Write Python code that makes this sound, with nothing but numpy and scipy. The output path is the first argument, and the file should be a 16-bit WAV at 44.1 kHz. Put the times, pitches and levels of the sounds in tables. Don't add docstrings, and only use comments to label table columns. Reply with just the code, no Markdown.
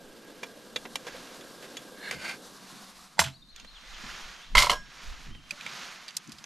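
import sys
import numpy as np
from scipy import signal
from scipy.fft import rfft, irfft, next_fast_len
from scipy.io import wavfile
from scipy.ndimage import map_coordinates

SR = 44100
rng = np.random.default_rng(int(sys.argv[2]) if len(sys.argv) > 2 else 0)


def dump_mix(stems):
    frames = np.atleast_2d(stems).T
    limited = np.clip(frames, -1, 1)
    pcm = np.round(limited * 32767).astype(np.int16)
    wavfile.write(sys.argv[1], SR, pcm)


N = 284445

# centre in Hz, width in Hz, level in dB.
POT_MODES = [(489.6, 56, 3), (1500, 18, -40), (1930, 200, -2.5), (2368, 35, -6.5), (2745, 25, -15),
             (3073, 69, -9.5), (3370, 32, -10), (3513, 69, -7), (3816, 69, -3.5), (4540, 68, -4.5),
             (5415, 130, 0.5), (6390, 79, -0.5), (7000, 31, -8), (9300, 74, -34)]


def amp(db):
    return 10 ** (np.asarray(db) / 20)


def unit(x):
    return x / np.sqrt(np.mean(x ** 2) + 1e-20)


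def along(points, hz):
    point_hz, value = np.transpose(points)
    return np.interp(np.log(hz + 1), np.log(point_hz + 1), value)


def curves(rows):
    s, *columns = np.transpose(rows)
    return [np.interp(np.arange(N) / SR, s, column) for column in columns]


def wobble(rate_hz, size=N):
    knots = rng.standard_normal(int(size * rate_hz / SR) + 4)
    return map_coordinates(knots, [np.arange(size) * rate_hz / SR])


def swells(rows, rounding):
    t, power = np.arange(N) / SR, 0
    for s, db, rise_s, fall_s in rows:
        distance = np.abs(t - s) / np.where(t < s, rise_s, fall_s)
        power = power + amp(db - 20 * distance ** rounding) ** 2
    return np.sqrt(power)


def filtered(x, response):
    m = next_fast_len(x.shape[-1] + SR // 4)
    spectrum = rfft(x, m) * response(np.fft.rfftfreq(m, 1 / SR))
    return irfft(spectrum, m)[..., :x.shape[-1]]


def resonances(modes, hz):
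    total = 0
    for k, (centre, width, db) in enumerate(modes):
        bandpass = 1j * hz * width / (centre * centre - hz * hz + 1j * hz * width)
        total = total + (-1) ** k * amp(db) * bandpass
    return total


def rush(colour, alike, grain_db, grain_rate_hz, size=N, band_hz=(0, SR)):
    m = next_fast_len(size)
    hz = np.fft.rfftfreq(m, 1 / SR)
    turn = np.arccos(np.clip(along(alike, hz), -1, 1)) / 2
    pair = rng.standard_normal((2, size)) * amp(grain_db * wobble(grain_rate_hz, size=size))
    mid, side = rfft(pair, m) * colour(hz) * [np.cos(turn), np.sin(turn)]
    inside = (hz > band_hz[0]) & (hz < band_hz[1])
    power = 2 * np.sum(np.abs(mid[inside]) ** 2 + np.abs(side[inside]) ** 2) / m ** 2
    return irfft([mid + side, mid - side], m)[:, :size] / np.sqrt(power)


def add(out, s, sound, pan_db):
    part = out[:, round(s * SR):][:, :sound.shape[-1]]
    part += amp([[pan_db / 2], [-pan_db / 2]]) * sound[..., :part.shape[1]]


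def contacts(table, modes, attack_s, rattle_db, spread, treble_left_db, pan_db, lift_db):
    out, t = np.zeros((2, N)), np.arange(10800) / SR
    grid_hz = np.fft.rfftfreq(len(t), 1 / SR)
    hz, width_hz, mode_db = np.transpose(modes)
    tones = np.exp(-np.pi * np.outer(width_hz, t)) * np.sin(2 * np.pi * np.outer(hz, t))
    body = (0.76 + np.abs(resonances(modes, grid_hz))) / np.sqrt(grid_hz + 100)
    shade_db = along([(3000, 0), (9000, treble_left_db)], grid_hz)
    shade = amp(np.outer([.5, -.5], shade_db))
    apart = np.outer([1, -1], spread * np.clip(grid_hz / 12000, .1, 1))
    for s, db, low_db, high_db, t60_s, ring_db, spot_hz in table:
        tilt = [(80, low_db - 42.5), (600, low_db), (2800, 0.0044), (8500, high_db), (16000, high_db - 5)]

        def struck_db(f):
            near_spot = np.exp(-.5 * (np.log((f + 1) / spot_hz) / 0.054) ** 2)
            return along(tilt, f) + lift_db * near_spot

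        ring = amp(mode_db + struck_db(hz) + rng.normal(0, 1.5, hz.shape)) @ tones
        mid, side = rfft(rng.standard_normal((2, len(t))))
        rattle = unit(irfft((mid + apart * side) * shade * body * amp(struck_db(grid_hz)), len(t)))
        decay_db = -60 * t / max(t60_s, .005)
        rattle = amp(rattle_db + decay_db + 2.4 * wobble(252.5, size=len(t))) * rattle
        soft_s = attack_s * amp(max(low_db + 7.0, 0))
        onset = 1 - np.exp(-t / soft_s)
        add(out, s - attack_s, amp(db) * onset * (0.34 * amp(ring_db) * ring + rattle), pan_db)
    return out


def free_ring(drop, modes, attack_s):
    out, t = np.zeros((2, N)), np.arange(SR // 2) / SR
    ring = sum(amp(db - 60 * t / t60_s) * np.sin(2 * np.pi * hz * t) for hz, db, t60_s in modes)
    start_s, level_db = drop
    add(out, start_s, amp(level_db) * (1 - np.exp(-t / attack_s)) * ring, pan_db=-2.5)
    return out


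def pot_taps():
    # time in seconds, level in dB, low tilt in dB, high tilt in dB,
    # rattle t60 in seconds, ring trim in dB, favoured pitch in Hz.
    taps = [(0.4317, -17, 3.5, -6.5, 0.051, -1, 2260), (0.761, -13, -4.5, -9, 0.038, 0.5, 3600),
            (0.854, -23, -4, -20, 0.045, -15, 1000), (0.957, -11.5, -6.5, -2, 0.028, -8, 3010),
            (1.068, -25.5, 0, -8, 0.13, 4.5, 1590), (1.1445, -28, 13, -23, 0.11, 2, 1530),
            (1.41, -33.5, -14, -5, 0.033, -1, 3320), (1.6252, -34, -4, -8, 0.21, -10, 1620),
            (1.77, -24.5, -7, -2.5, 0.037, 2, 3300), (2.1121, -15, -7.5, -5.5, 0.04, -11.5, 2210)]
    return contacts(taps, POT_MODES, attack_s=0.001433, rattle_db=-7.5, spread=0.63,
                    treble_left_db=3.0, pan_db=-2.1, lift_db=9.5)


def scrape():
    # peak in seconds, level in dB,
    # rise in seconds, fall in seconds.
    stroke_lists = [
        [(1.98, -53, .05, 0.034), (2.03, -56, 0.025, .06), (2.085, -37.5, 0.094, 0.037)],
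        [(2.125, -36, 0.018, .05), (2.21, -44.5, 0.066, .06), (2.285, -34, 0.096, 0.079)],
    ]
    # centre in Hz,
    # width in Hz before the sliding damps it, level in dB.
    rim_modes = [(1664, 44, 5), (2208, 32, 9), (2197, 22, 6), (2840, 25, -2), (3570, 69, -14),
                 (3580, 53, -1.5), (4200, 51, -3.5), (6150, 70, -23)], [(1558, 20, 1.5), (2096, 17, 3),
                 (2400, 98, -8), (3250, 47, -9), (3600, 73, -22), (4520, 50, -4.5), (5170, 17, -10),
                 (5300, 40, -18), (6700, 56, -23)]
    grit = [(100, -35), (700, -13), (3000, -14), (9000, -25.5), (15000, -35)]  # Hz, dB
    out = 0
    for strokes, modes in zip(stroke_lists, rim_modes):
        rubbed = [(hz, 2.5 * width_hz, db) for hz, width_hz, db in modes]
        colour = lambda hz: resonances(rubbed, hz) + amp(along(grit, hz))
        noise = rush(colour, [(1000, 0.95)], grain_db=1.5, grain_rate_hz=170)
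        out = out + swells(strokes, rounding=2.2) * noise
    return out * amp([[-.75], [.75]])


def log_taps():
    # time in seconds, level in dB, low tilt in dB, high tilt in dB,
    # rattle t60 in seconds, ring trim in dB, favoured pitch in Hz.
    taps = [(3.5617, -27.5, -23, -7, 0.02, -7, 6900), (3.5985, -29.5, -21, -5, 0.02, -3, 2745),
            (3.6465, -30.5, -1, -7, 0.023, -10, 2530), (5.3495, -30, -4, -17, 0.027, -25, 2440)]
    return contacts(taps, POT_MODES, attack_s=0.0005, rattle_db=-9.5, spread=0.52,
                    treble_left_db=4, pan_db=-5.5, lift_db=6)


def windshield_clatter():
    # time in seconds, level in dB, low tilt in dB, high tilt in dB,
    # rattle t60 in seconds, ring trim in dB, favoured pitch in Hz.
    clatter = [(3.171, -38, 1.5, -28, 0.022, -2, 900), (3.182, -30.5, 11, -14, 0.024, 4, 910),
               (3.192, -4, -6, -14, 0.028, 1, 2070), (3.196, -8.5, -26.5, -1.5, 0.098, -15, 5400),
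               (3.2147, -19.5, -0.5, -19, 0.081, 0, 980), (3.239, -26.5, -27, -10, 0.18, 2, 3000),
               (3.26, -30.5, -16, -11.5, 0.14, -4, 3000)]
    # centre in Hz, width in Hz, level in dB.
    prong_modes = [(731, 320, -30), (900, 110, 7), (1537, 130, 1.5), (2040, 61, -1.5), (2700, 72, -22),
                   (3380, 47, -2.5), (4090, 53, -4), (4680, 50, -4), (5300, 83, -2), (5930, 28, -6),
                   (6320, 66, 0), (7410, 61, 7), (8760, 39, -2), (10800, 44, -3)]
    # start in seconds, level in dB.
    base_drop = (3.196, -28)
    # pitch in Hz, level in dB, t60 in seconds.
    base_modes = [(662, -1, .22)]
    struck = contacts(clatter, prong_modes, attack_s=0.00041, rattle_db=-5.0, spread=0.16,
                      treble_left_db=4.5, pan_db=-3.0, lift_db=3.5)
    return struck + free_ring(base_drop, base_modes, attack_s=0.0059)


def lid_drop():
    # time in seconds, level in dB, low tilt in dB, high tilt in dB,
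    # rattle t60 in seconds, ring trim in dB, favoured pitch in Hz.
    knocks = [(4.552, -9, -7, -9.5, 0.13, 0, 2096), (4.5705, -9.5, -8, 0, 0.12, 1, 3080),
              (4.5805, -8, -19, -3.5, 0.25, 4.5, 2180), (4.594, -16.5, 0, -5, 0.35, -2, 2100),
              (4.622, -12, -17, -4.5, 0.11, 3, 1120), (4.633, -21, 4, -1, 0.082, 3, 1060),
              (4.645, -26, 0, -17, 0.059, 1, 980), (4.669, -23, -2, -8, 0.071, 5.5, 950),
              (4.6968, -8, -3, -4.5, 0.13, -2.5, 3130), (4.721, -19, 11, -16, 0.14, -5, 1000)]
    # centre in Hz, width in Hz, level in dB.
    stove_modes = [(598, 26, -3), (720, 18, -7), (990, 47, 5.5), (1054, 51, 8), (1330, 56, 2.5),
                   (2085, 46, 1.5), (2126, 79, 2.5), (2150, 67, -9), (2620, 35, -22), (3120, 40, -14),
                   (2940, 110, -1.5), (2980, 46, -10), (3226, 48, -2.5), (3470, 55, -5), (3820, 34, -13),
                   (4140, 220, 3), (4490, 32, -14), (4660, 42, -5), (5130, 200, -0.5), (5800, 260, -3),
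                   (6880, 160, -4), (7440, 110, -8)]
    # start in seconds, level in dB.
    ring_start = (4.697, -29)
    # pitch in Hz, level in dB, t60 in seconds.
    lid_modes = [(1529, -10, .3), (1637, -1, .42), (5416, -12, .45), (5490, -15, .4), (5857, -18, .3),
                 (6729, -18, .4), (7897, -21, .3)]
    struck = contacts(knocks, stove_modes, attack_s=0.00099, rattle_db=-7.0, spread=0.29,
                      treble_left_db=3.5, pan_db=-2.5, lift_db=8.0)
    return struck + free_ring(ring_start, lid_modes, attack_s=0.014)


def gripper_clicks():
    # time in seconds, level in dB, low tilt in dB, high tilt in dB,
    # rattle t60 in seconds, ring trim in dB, favoured pitch in Hz.
    clicks = [(5.492, -42, -20, -9, .06, -6, 2800), (5.5083, -22.5, -18, -10, 0.044, 8, 2470),
              (5.61, -30.5, -37, -18, 0.053, 1, 2370), (5.6635, -22, -17, -17, 0.051, -1, 2310),
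              (6.0811, -30.5, -30, -14, 0.1, 5, 4770), (6.107, -36, -32, -18, .025, -2, 6100),
              (6.151, -43, -29, -18, .04, -1, 4860), (6.1676, -16.5, -49, 5.5, 0.034, -5, 5180),
              (6.275, -39, -25, 6, 0.021, -7, 6560), (6.2944, -39, -25, 1, .025, -4, 5000),
              (6.3194, -31, -43, -2, 0.048, -1, 5040), (6.3842, -37, -33, -11, 0.047, -3, 5030),
              (6.4414, -31, -12, -13.5, .03, -15, 6090)]
    # centre in Hz, width in Hz, level in dB.
    grip_modes = [(2456, 96, -13), (3190, 150, -5.5), (4100, 620, -1.5), (4780, 130, 0), (6160, 220, 3.5),
                  (6900, 240, 1), (7540, 250, 1), (8100, 180, -14), (9100, 140, -16), (9800, 330, -1),
                  (11400, 190, -6), (12150, 59, -21)]
    return contacts(clicks, grip_modes, attack_s=0.00029, rattle_db=-7, spread=0.55,
                    treble_left_db=6, pan_db=-5.5, lift_db=12.5)


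def dull_bumps():
    # start in seconds, level in dB,
    # pitch in Hz, t60 in seconds, rise in seconds.
    bump_rows = [(2.129, -29.5, 485, 0.052, 0.0024), (2.141, -35.5, 147, 0.11, 0.0055),
                 (2.15, -41, 83, 0.19, .015), (6.32, -45.5, 73.6, 0.14, .012),
                 (3.1908, -1, 900, .018, .002), (4.696, -8, 1010, 0.012, 0.00061),
                 (3.192, -23.5, 169, 0.079, .003), (3.2, -30.5, 85.4, 0.27, 0.0058),
                 (3.249, -27.5, 132.6, 0.23, 0.0084), (4.036, -34.5, 217, 0.07, 0.0022),
                 (4.554, -33.5, 106.6, 0.48, 0.0055), (5.26, -35.5, 192, 0.13, 0.0099),
                 (5.27, -40, 93, 0.4, 0.015), (5.352, -40, 179, 0.08, 0.0038),
                 (5.52, -44, 586, 0.14, 0.0046), (6.28, -58, 167, 0.14, 0.0093)]
    out, t = np.zeros((2, N)), np.arange(SR // 3) / SR
    for s, db, hz, t60_s, rise_s in bump_rows:
        envelope = amp(db - 60 * t / t60_s) * (1 - np.exp(-t / rise_s)) ** 1.96
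        add(out, s, envelope * np.sin(2 * np.pi * hz * t), pan_db=-4)
    return out


def simmer_and_sleeve():
    # time in seconds, simmer in dB, treble hiss in dB.
    simmering = [(0, -54, -73.5), (.6, -52.5, -68.5), (1.0, -53, -64), (2.2, -51.5, -64.5),
                 (2.45, -54.5, -63.5), (2.85, -64.5, -61.5), (3.2, -72, -68.5), (3.4, -76.5, -77),
                 (5.0, -73, -80), (6.45, -119, -72)]
    # peak in seconds, level in dB, rise and fall in seconds over 20 dB.
    reaches = [(.4, -57.5, 1, 1), (1.13, -49, 0.23, 0.61), (1.8, -55, .4, 0.24), (2.27, -60, 0.23, 0.14),
               (2.72, -54.5, 0.43, 0.79), (3.6, -54.5, 0.11, 0.1), (4.12, -42.5, 0.47, 0.53),
               (5.05, -46.5, 0.34, 0.36), (5.27, -51.5, 0.24, 0.1), (5.79, -41, 0.38, 0.39),
               (6.25, -54.5, 0.98, 1)]
    # Hz, relative dB per Hz.
    simmer_colour = [(53, -54), (90, -18), (236, 1), (521, -2), (1360, -21), (1620, -14.5), (2480, -54),
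                     (2710, -16), (4330, -20), (11900, -33.5), (15000, -32)]
    # centre in Hz, width in Hz, relative level in dB.
    water_modes = [(513, 19, -9), (1620, 25, 5.5), (2170, 46.5, -5), (3530, 90, -14), (4960, 100, -15),
                   (7600, 70, 0.5), (9540, 70, 6), (11800, 160, 7.5)]
    # Hz, relative dB per Hz.
    sleeve_colour = [(210, -22), (350, -11.5), (472, -11.5), (688, -5), (844, -4), (1350, 2), (2420, -0.5),
                     (4760, -4.5), (6730, -8), (8380, -24.5), (11700, -40.5), (12800, -21), (15000, -49)]
    # Hz, relative dB per Hz.
    hiss_colour = [(59, -12.5), (100, -27), (192, -1.5), (438, -32.5), (742, -6.5), (808, -14),
                   (1090, -5.5), (2220, -21.5), (3120, -19), (3690, -12.5), (4460, -12.5), (12000, -22.5),
                   (15500, -32)]
    # Hz, left-right likeness (1 is mono).
    alike = [(60, 0.25), (180, 0.91), (550, 0.94), (1650, 0.98), (4970, 1), (15000, 0.96)]
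    simmer_db, hiss_db = curves(simmering)
    rub = swells(reaches, rounding=1.5)
    walls = lambda hz: amp(along(simmer_colour, hz)) * (1 + 2.53 * np.abs(resonances(water_modes, hz)))
    cloth = lambda hz: amp(along(sleeve_colour, hz))
    air = lambda hz: amp(along(hiss_colour, hz))
    simmer = rush(walls, alike, grain_db=2.0, grain_rate_hz=92, band_hz=(300, 700))
    sleeve = rush(cloth, alike, grain_db=1.0, grain_rate_hz=340, band_hz=(1000, 6000))
    hiss = rush(air, alike, grain_db=2.0, grain_rate_hz=30, band_hz=(9000, 13000))
    low_gain = np.hypot(amp(simmer_db), amp(-20) * rub)
    treble_gain = np.hypot(amp(hiss_db), amp(-21) * rub)
    low = low_gain * simmer * amp([[-.4], [.4]])
    return low + rub * sleeve * amp([[-1.1], [1.1]]) + treble_gain * hiss


def air_rumble():
    # time in seconds, level in dB.
    breeze = [(0, -66), (2.5, -73), (3.3, -63.5), (4.0, -49.5), (4.8, -65), (5.3, -48.5), (5.6, -66),
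              (6.45, -79)]
    # peak in seconds, level in dB.
    gust_rows = [(.75, -61), (1.13, -56), (2.15, -54), (3.4, -52.5), (3.901, -51), (3.99, -52),
                 (4.26, -40.5), (4.57, -26.5), (4.7, -34), (5.08, -38.5), (5.3, -40.5)]
    # Hz, relative dB per Hz.
    rumble_colour = [(12, -5), (35, -7), (60, -15), (100, -41), (200, -120)]
    rise_s, fall_s = 0.083, 0.16
    gusts = swells([(s, db, rise_s, fall_s) for s, db in gust_rows], rounding=0.74)
    rumble = rush(lambda hz: amp(along(rumble_colour, hz)), [(30, 0.73)], grain_db=4.5, grain_rate_hz=12)
    return np.hypot(amp(*curves(breeze)), gusts) * rumble


def port_thuds():
    # time in seconds, level in dB.
    stir = [(0, -64), (2.8, -61.5), (3.1, -69.5), (6.45, -64.5)]
    # peak in seconds, level in dB.
    thud_rows = [(.75, -49.5), (2.15, -45), (2.73, -49), (3.211, -38), (3.63, -51.5), (4.06, -49.5),
                 (4.57, -34.5), (4.71, -43), (5.28, -42), (5.53, -53), (5.658, -47.5), (6.07, -60.5),
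                 (6.29, -50)]
    # Hz, relative dB per Hz.
    thud_colour = [(40, -64), (75, -54), (130, -1.5), (220, -2.5), (380, -16.5), (800, -120)]
    rise_s, fall_s = 0.039, .14
    thuds = swells([(s, db, rise_s, fall_s) for s, db in thud_rows], rounding=0.66)
    noise = rush(lambda hz: amp(along(thud_colour, hz)), [(150, 0.63)], grain_db=3.5, grain_rate_hz=34)
    return np.hypot(amp(*curves(stir)), thuds) * noise


def bird():
    # start in seconds, length in seconds, start, middle and end pitch in Hz, level in dB.
    notes = [(3.32, .05, 3800, 4300, 4900, -53), (3.358, .018, 3850, 3900, 3800, -55),
             (3.42, .015, 3500, 3700, 3600, -48), (4.19, .06, 3050, 3150, 3500, -52),
             (4.385, .02, 3300, 3100, 3000, -51), (4.405, .055, 3100, 3450, 3750, -52),
             (4.41, .04, 3000, 2800, 2600, -55), (4.462, .02, 3700, 4000, 4400, -53),
             (5.29, .11, 2650, 3180, 2600, -54)]
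    # delay in seconds, length in seconds, start, middle and end pitch in Hz,
    # relative level in dB.
    phrase = [(0, .032, 3900, 4180, 4400, 0), (.043, .016, 3500, 3780, 3900, -5),
              (.077, .044, 3730, 3280, 2620, 0)]
    # start in seconds, level in dB, extra level of the first slide in dB.
    phrase_starts = [(3.484, -51, 0), (3.668, -48, 0), (3.851, -47, -12), (4.036, -49, -8)]
    sung = list(notes)
    for s, db, first_db in phrase_starts:
        for after_s, *slide, note_db in phrase:
            sung.append((s + after_s, *slide, db + note_db + first_db * (after_s == 0)))
    out = np.zeros((2, N))
    for s, length_s, start_hz, middle_hz, end_hz, db in sung:
        u = np.arange(round(length_s * SR)) / (length_s * SR)
        hz = start_hz * (1 - u) * (1 - 2 * u) + 4 * middle_hz * u * (1 - u) + end_hz * u * (2 * u - 1)
        swell = np.sin(np.pi * u) ** .6
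        add(out, s, amp(db) * swell * np.sin(2 * np.pi * np.cumsum(hz) / SR), pan_db=2.0)
    tail_t = np.arange(SR // 2) / SR
    trees = rng.standard_normal((2, SR // 2)) * amp(-60 * tail_t / 4.2)
    smeared = signal.fftconvolve(out, trees / np.linalg.norm(trees[0]), axes=1)[:, :N]
    return out + amp(1.5) * smeared


def scene():
    metal = pot_taps() + log_taps() + windshield_clatter() + lid_drop() + gripper_clicks()
    background = simmer_and_sleeve() + air_rumble() + port_thuds() + bird()
    return metal + scrape() + dull_bumps() + background


def record(dry):
    top_hz = 15700
    treble_fall = [(12500, -1.0), (14000, -12), (15600, -40.5)]  # Hz, dB
    soft = dry / (1 + np.abs(dry / .9) ** 4) ** (1 / 4)
    return filtered(soft, lambda hz: amp(along(treble_fall, hz)) * (hz < top_hz))


dry = scene()
out = record(dry)
dump_mix(out)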